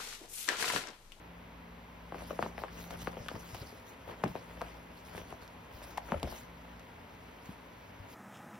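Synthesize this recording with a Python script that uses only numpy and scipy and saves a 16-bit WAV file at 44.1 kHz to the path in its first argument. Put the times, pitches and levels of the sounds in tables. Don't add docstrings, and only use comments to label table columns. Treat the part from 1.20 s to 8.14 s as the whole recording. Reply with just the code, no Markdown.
import sys
import numpy as np
from scipy import signal
from scipy.fft import rfft, irfft, next_fast_len
from scipy.io import wavfile

SR = 44100
rng = np.random.default_rng(int(sys.argv[2]) if len(sys.argv) > 2 else 0)


def inscribe(sig):
    pcm = np.round(np.clip(np.atleast_2d(sig).T, -1, 1) * 32767)
    wavfile.write(sys.argv[1], SR, pcm.astype(np.int16))


N = 306206
TIME = np.arange(N) / SR

# (frequency [Hz], level [dB])
FAN_AIR_SPECTRUM = [(25, -30), (50, -1), (125, -3.5), (165, -11.5), (270, -3), (330, -12), (460, -7),
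                    (780, -9.5), (970, -5.5), (1130, -11.5), (1750, -14.5), (2030, -13), (3200, -20.5),
                    (5000, -30.5), (9000, -35.5), (16000, -37)]
# (frequency [Hz], level [dB])
HUM_PARTIALS = [(58.3, -64.5), (172.5, -63.5), (231, -70)]
# (time [s], level [dB])
HUM_LEVEL = [(0, 7.5), (1.9, 9.5), (2.75, -1.5), (3.6, 6.5), (4.6, 1), (5.3, 5), (6.94, 0)]
# (frequency [Hz], time to fall by 60 dB [s])
REVERB_TIMES = [(900, 0.23), (10000, 0.077)]
# (frequency [Hz], coherence [0-1])
COHERENCE = [(100, 0.99), (280, 0.88), (600, 0.29), (2400, 0.28), (4500, 0.65), (7500, 1)]
# (frequency [Hz], phase [rad])
STEREO_PHASE = [(0, 0), (600, -.1), (2900, .9), (5100, .4), (7000, 2.7), (9200, 3.7), (12000, 6.1),
                (16000, 8.3)]
# (centre time [s], length [s], hiss level [dB], rustle level [dB])
HAND_STROKES = [(1.024, 0.071, -62.5, -53), (1.11, 0.059, -62.5, -53.5), (1.23, 0.078, -63, -60),
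                (1.407, 0.035, -61.5, -60), (1.618, 0.11, -61, -54), (1.733, 0.032, -63, -49),
                (1.832, 0.069, -59.5, -52.5), (2.14, 0.3, -65, -58.5), (2.37, 0.21, -61.5, -68),
                (2.69, 0.045, -65, -79), (2.908, 0.043, -69, -51.5), (3.126, 0.15, -67, -71),
                (3.44, 0.14, -67, -56), (3.777, 0.028, -68, -75), (3.876, 0.048, -67, -79),
                (3.975, 0.067, -59.5, -53), (4.112, 0.047, -63, -57), (4.226, 0.027, -65.5, -54),
                (4.637, 0.11, -61, -57.5), (4.92, 0.092, -65.5, -50.5), (5.109, 0.048, -70, -46.5),
                (5.138, 0.085, -57, -58), (6.284, 0.063, -66.5, -66), (6.935, 0.058, -65, -63)]
# (frequency [Hz], level [dB])
SLIDE_SPECTRUM = [(600, 0.5), (5000, 1.5), (9800, -2.5), (13000, -8), (16000, -6.5)]
# (frequency [Hz], level [dB])
RUSTLE_SPECTRUM = [(150, -7), (300, -2.5), (600, 0.5), (1200, -7), (3000, -13.5), (6000, -42)]
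# (frequency [Hz], level [dB])
SWAY_SPECTRUM = [(25, -25), (55, 8), (300, -5), (600, -43)]
# (time [s], level [dB], decay time [ms])
FIBRE_BURSTS = [(1.708, -31.5, 8.7), (1.7368, -37, 4), (2.0841, -22.5, 1.3), (2.3467, -29.5, 6.9),
                (3.04, -23.5, 2.1), (3.0793, -35, 2.3), (3.4155, -29.5, 1.9), (3.981, -38.5, 6),
                (4.278, -38, 1.1), (4.7756, -26, 5.9), (4.998, -35.5, 2.4), (5.03, -22.5, 2.2),
                (5.595, -40.5, 3), (6.258, -40, 4)]
# (time [s], level [dB], tone [Hz])
PANEL_FLOPS = [(1.228, 3.5, 235), (1.75, 3.5, 103), (1.825, -1, 111), (2.002, 2.5, 130), (2.144, 4, 161),
               (2.333, 5, 109), (2.4144, 3.5, 132), (3.0432, 11.5, 213), (3.06, 8.5, 296),
               (3.097, 3.5, 181), (3.955, 4, 135), (4.548, 1, 89), (4.9232, 11, 242), (4.953, 12, 83.4),
               (5.036, 6, 218), (5.046, 13, 66.7), (6.291, 5, 185), (6.799, 0, 101)]
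# (time [s], level [dB], pitch [Hz])
DENT_FLIPS = [(1.106, -33.5, 1230), (1.1075, -28.5, 575), (1.129, -37.5, 534), (1.261, -32, 840),
              (1.3795, -35, 1830), (1.39, -38, 1830), (2.0875, -30, 1230), (3.41, -34, 1140),
              (3.42, -31.5, 650), (4.773, -36.5, 1000), (4.7796, -24, 858), (4.9415, -26.5, 547),
              (5.072, -36, 598)]
# (time [s], level [dB], tone [Hz], travel time at 1 kHz [ms])
CREASE_POPS = [(0.9206, 1.5, 760, 2.84), (0.943, -1, 890, 2.8), (1.0165, -3.5, 625, 4.5),
               (1.189, 10.5, 685, 3.2), (1.2249, 8, 1130, 1.9), (1.258, 1.5, 400, 3.7),
               (1.3773, 0, 810, 3.9), (1.4167, -2.5, 700, 3), (1.4358, 4.5, 990, 2.2),
               (1.4819, -10.5, 1600, 2), (1.705, -4, 905, 2.43), (1.8715, 3, 1400, 2.05),
               (1.874, 7.5, 534, 2.6), (1.9663, -1, 577, 4), (2.0835, -8, 3770, 2.72),
               (2.1124, 1.5, 540, 2.8), (2.139, -3, 397, 4), (2.158, -2, 367, 2.95), (2.345, -5, 764, 2.72),
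               (2.422, -5.5, 486, 3), (2.5226, -8, 510, 3), (3.036, 12, 840, 2.92), (3.1517, 6, 665, 2.8),
               (3.4144, 3, 970, 2.6), (3.9487, -1.5, 665, 1.26), (3.975, -3, 596, 3),
               (4.123, -1.5, 790, 3.4), (4.9185, 9.5, 930, 3.2), (4.9405, -3, 800, 3.1),
               (5.0291, 5.5, 770, 1.5), (5.0423, -1, 526, 2.6), (5.122, -3.5, 760, 3)]


def from_db(db):
    return 10 ** (np.asarray(db) / 20)


def pan(left_db):
    return from_db([[left_db], [-left_db]])


def unit_rms(x):
    return x / np.sqrt(np.mean(x ** 2) + 1e-20)


def at_hz(table, hz):
    table_hz, values = np.transpose(table)
    return np.interp(np.log(hz + 1e-3), np.log(table_hz), values)


def drift(rate):
    knots = rng.uniform(-0.75, 1, 4096)
    return unit_rms(np.interp(TIME * rate, np.arange(len(knots)), knots))


def add(out, time_s, sound):
    start = max(round(time_s * SR), 0)
    out[:, start:start + sound.shape[1]] += sound[:, :N - start]


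def bending_wave(hz, travel_ms):
    return np.exp(-4j * np.pi * travel_ms * np.sqrt(hz / 1000))


def diffuse(pair, spectrum, travel_ms=0):
    size = next_fast_len(N)
    hz = np.fft.rfftfreq(size, 1 / SR)
    mid, side = rfft(pair, size) * bending_wave(hz, travel_ms)
    coherence = np.clip(at_hz(COHERENCE, hz), 0, 1)
    stereo = np.sqrt(1 + coherence) * mid + np.sqrt(1 - coherence) * side * [[1], [-1]]
    low_cut = hz ** 2 / (hz ** 2 + 15 ** 2)
    return unit_rms(irfft(stereo * from_db(at_hz(spectrum, hz)) * low_cut, size)[:, :N])


def fan(air_db=-53.0, hum_db=-3.5, waver_db=3.0):
    air = from_db(air_db) * diffuse(rng.standard_normal((2, N)), FAN_AIR_SPECTRUM)
    swell_db = np.interp(TIME, *np.transpose(HUM_LEVEL))
    hum = 0
    for hz, db in HUM_PARTIALS:
        amplitude = np.sqrt(2) * from_db(db + hum_db + swell_db + waver_db * drift(6.2))
        hum += amplitude * np.sin(2 * np.pi * hz * TIME + .5 * drift(5))
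    return (air + hum) * pan(.5)


def room(x, size=16384):
    t, tail = np.arange(size) / SR, 0
    for low_hz in 60 * 2. ** np.arange(8):
        octave = signal.butter(2, [low_hz, 2 * low_hz], "band", fs=SR, output="sos")
        band = signal.sosfilt(octave, rng.standard_normal((2, size)))
        tail += band * 10 ** (-3 * t / at_hz(REVERB_TIMES, low_hz * np.sqrt(2)))
    tail *= np.clip((t - .003) / 0.0034, 0, 1)
    bass_difference = signal.sosfilt(signal.butter(1, 400, fs=SR, output="sos"), tail[0] - tail[1])
    tail += bass_difference / 2 * [[-1], [1]]
    return signal.fftconvolve(x.mean(0)[None], unit_rms(tail) / np.sqrt(size), axes=1)[:, :N]


def slips(per_s, spread_db):
    sizes = from_db(spread_db * np.minimum(rng.exponential(1, (2, N)), 4)) * rng.standard_normal((2, N))
    return sizes * (rng.random((2, N)) < per_s / SR)


def shifting_resonances(x, depth_db, rate, bands):
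    size = next_fast_len(N)
    hz = np.fft.rfftfreq(size, 1 / SR)
    spectrum, out = rfft(x, size), np.zeros((2, N))
    band_index = np.interp(np.log(hz + 1), np.log([300, 14000]), [0, bands - 1])
    for k in range(bands):
        band = irfft(spectrum * np.maximum(1 - np.abs(band_index - k), 0), size)[:, :N]
        gains = from_db(depth_db * np.sqrt(3) * rng.uniform(-0.97, 1, 4096))
        out += band * np.interp(TIME * rate, np.arange(len(gains)), gains)
    return unit_rms(out)


def handling(grip_hiss_db=-77.5, grip_rustle_db=-64.5, held_s=0.99, settle_db=-56.5, settle_s=0.026):
    held = np.clip(TIME / held_s, 0, 1) ** 8
    hiss, rustle = held * from_db(grip_hiss_db) ** 2, held * from_db(grip_rustle_db) ** 2
    for time_s, length_s, hiss_db, rustle_db in HAND_STROKES:
        near = np.abs(TIME - time_s) < 2 * length_s
        swell = .5 ** np.abs(2 * (TIME[near] - time_s) / length_s) ** 1.64
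        hiss[near] += from_db(hiss_db) ** 2 * swell
        rustle[near] += from_db(rustle_db) ** 2 * swell
    for time_s, db, _, _ in CREASE_POPS:
        after = (TIME > time_s) & (TIME < time_s + 10 * settle_s)
        rustle[after] += from_db(db + settle_db) ** 2 * np.exp(-(TIME[after] - time_s) / settle_s)
    return 10 * np.log10(np.array([hiss, rustle]) + 1e-20)


def sliding(hiss_db, gain_db=6.0, airy_hz=12200, hard_stroke_db=-58):
    envelope = from_db(hiss_db + gain_db + 1.43 * drift(50))
    hiss = diffuse(slips(per_s=5000, spread_db=0.33), SLIDE_SPECTRUM)
    hiss = shifting_resonances(hiss, depth_db=4.5, rate=36, bands=28)
    crackle = diffuse(slips(per_s=900, spread_db=1.5), SLIDE_SPECTRUM)
    airy = signal.sosfilt(signal.butter(2, airy_hz, "high", fs=SR, output="sos"), crackle)
    airy_envelope = from_db(hiss_db + gain_db + np.minimum(hiss_db - hard_stroke_db, 0))
    return envelope * hiss + airy_envelope * airy


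def flexing(rustle_db, sway_db=-5.5):
    envelope = from_db(rustle_db + 3.3 * drift(45))
    chirps = diffuse(slips(per_s=900, spread_db=1.7), RUSTLE_SPECTRUM, travel_ms=3.0)
    rustle = envelope * shifting_resonances(chirps, depth_db=3.5, rate=54, bands=14)
    sway = from_db(rustle_db + sway_db) * diffuse(rng.standard_normal((2, N)), SWAY_SPECTRUM)
    return (rustle + sway) * pan(1.5)


def fibre_crackles(level_db=-11.0, rise_ratio=0.35, tick_db=19, size=2048):
    out, lead_s = np.zeros((2, N)), .01
    ms = 1000 * (np.arange(size) / SR - lead_s)
    hz = np.fft.rfftfreq(size, 1 / SR)
    colour = from_db(at_hz([(500, 2), (3000, 2), (6400, -4.5), (15000, -13.5)], hz))
    for time_s, db, decay_ms in FIBRE_BURSTS:
        mid, side = rng.standard_normal((2, size))
        mid[np.abs(ms).argmin()] = from_db(tick_db)
        swell = np.exp(-np.maximum(ms, -ms / rise_ratio) / decay_ms)
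        spray = (mid + .5 * side * [[1], [-1]]) * swell
        add(out, time_s - lead_s + .0005, from_db(db + level_db) * irfft(rfft(spray) * colour))
    return out


def buckle(tone_hz, travel_ms, lead_s, rise, fall, ring_db, q, damping_hz, echo_db, echo_ms, loss_db):
    size, echoes = 8192, 8
    hz = np.fft.rfftfreq(size, 1 / SR)
    ratio = hz / tone_hz
    pulse = 2 * ratio ** rise / (1 + ratio ** (rise + fall))
    delay = np.exp(-2j * np.pi * hz * lead_s)
    resonance = 1j * ratio / (1j * ratio + q * (1 - ratio ** 2))
    pulse = pulse * delay * (1 + from_db(ring_db) * resonance) / (1 + (hz / damping_hz) ** 2)
    waves = bending_wave(hz, travel_ms) * np.ones((2, 1))
    apart = hz / (hz + 700)
    paths = rng.uniform(0.1285, 1, echoes)
    for path, sign, lean in zip(paths, rng.choice([-1, 1], echoes), rng.normal(0, 1, echoes)):
        gain = sign * from_db(echo_db - loss_db * path * np.sqrt(ratio))
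        waves += gain * bending_wave(hz, travel_ms + path * echo_ms) * (1 + lean * apart * [[1], [-1]])
    return irfft(pulse * waves, size)


def panel_flops(level_db=2.5):
    out, lead_s = np.zeros((2, N)), .02
    for time_s, db, tone_hz in PANEL_FLOPS:
        puff = buckle(tone_hz, travel_ms=1.453, lead_s=lead_s, rise=1.8, fall=4.0, ring_db=-7.5, q=6.6,
                      damping_hz=2500, echo_db=-8.5, echo_ms=7.03, loss_db=7.5)
        add(out, time_s - lead_s, from_db(db + level_db) * puff)
    return out * pan(1.0)


def dent_pocks(swell_cycles=1.49, wobble_cycles=0.23, overtone_ratio=2.22, overtone_db=-13, size=2048):
    out = np.zeros((2, N))
    for time_s, db, pitch_hz in DENT_FLIPS:
        cycles = pitch_hz * np.arange(size) / SR
        swell = (cycles / swell_cycles * np.exp(1 - cycles / swell_cycles)) ** 2
        uneven = np.interp(cycles, np.arange(size), rng.uniform(-0.96, 1, size))
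        phase = 2 * np.pi * (cycles + wobble_cycles * uneven)
        ring = swell * (np.sin(phase) + from_db(overtone_db) * np.sin(overtone_ratio * phase))
        add(out, time_s, from_db(db) * ring * pan(2.5))
    return out


def crease_pops(level_db=-3.5, echo_db=-6.5, hollow_db=-11.0, ring_db_per_ms=1.63):
    out, lead_s = np.zeros((2, N)), .01
    for time_s, db, tone_hz, travel_ms in CREASE_POPS:
        faint_db = -0.42 * db
        ring_db = hollow_db + faint_db + ring_db_per_ms * travel_ms
        pop = buckle(tone_hz, travel_ms, lead_s, rise=0.97, fall=2.51, ring_db=ring_db, q=2.3,
                     damping_hz=5430, echo_db=echo_db + faint_db, echo_ms=17, loss_db=24)
        add(out, time_s - lead_s, from_db(db + level_db - faint_db / 2) * pop)
    return out * pan(2.5)


def scene(reverb_db=-15.5):
    transients = crease_pops() + dent_pocks() + panel_flops() + fibre_crackles()
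    reverb = from_db(reverb_db) * room(transients)
    hiss_db, rustle_db = handling()
    return transients + reverb + sliding(hiss_db) + flexing(rustle_db) + fan()


def record(dry, cutoff_hz=15900):
    size = next_fast_len(N + 2048)
    hz = np.fft.rfftfreq(size, 1 / SR)
    lead = np.interp(hz, *np.transpose(STEREO_PHASE))
    widening = np.exp(.5j * lead * [[-1], [1]])
    low_pass = 1 / np.sqrt(1 + (hz / cutoff_hz) ** 160)
    return irfft(rfft(dry, size) * widening * low_pass, size)[:, :N]


dry = scene()
out = record(dry)
inscribe(out)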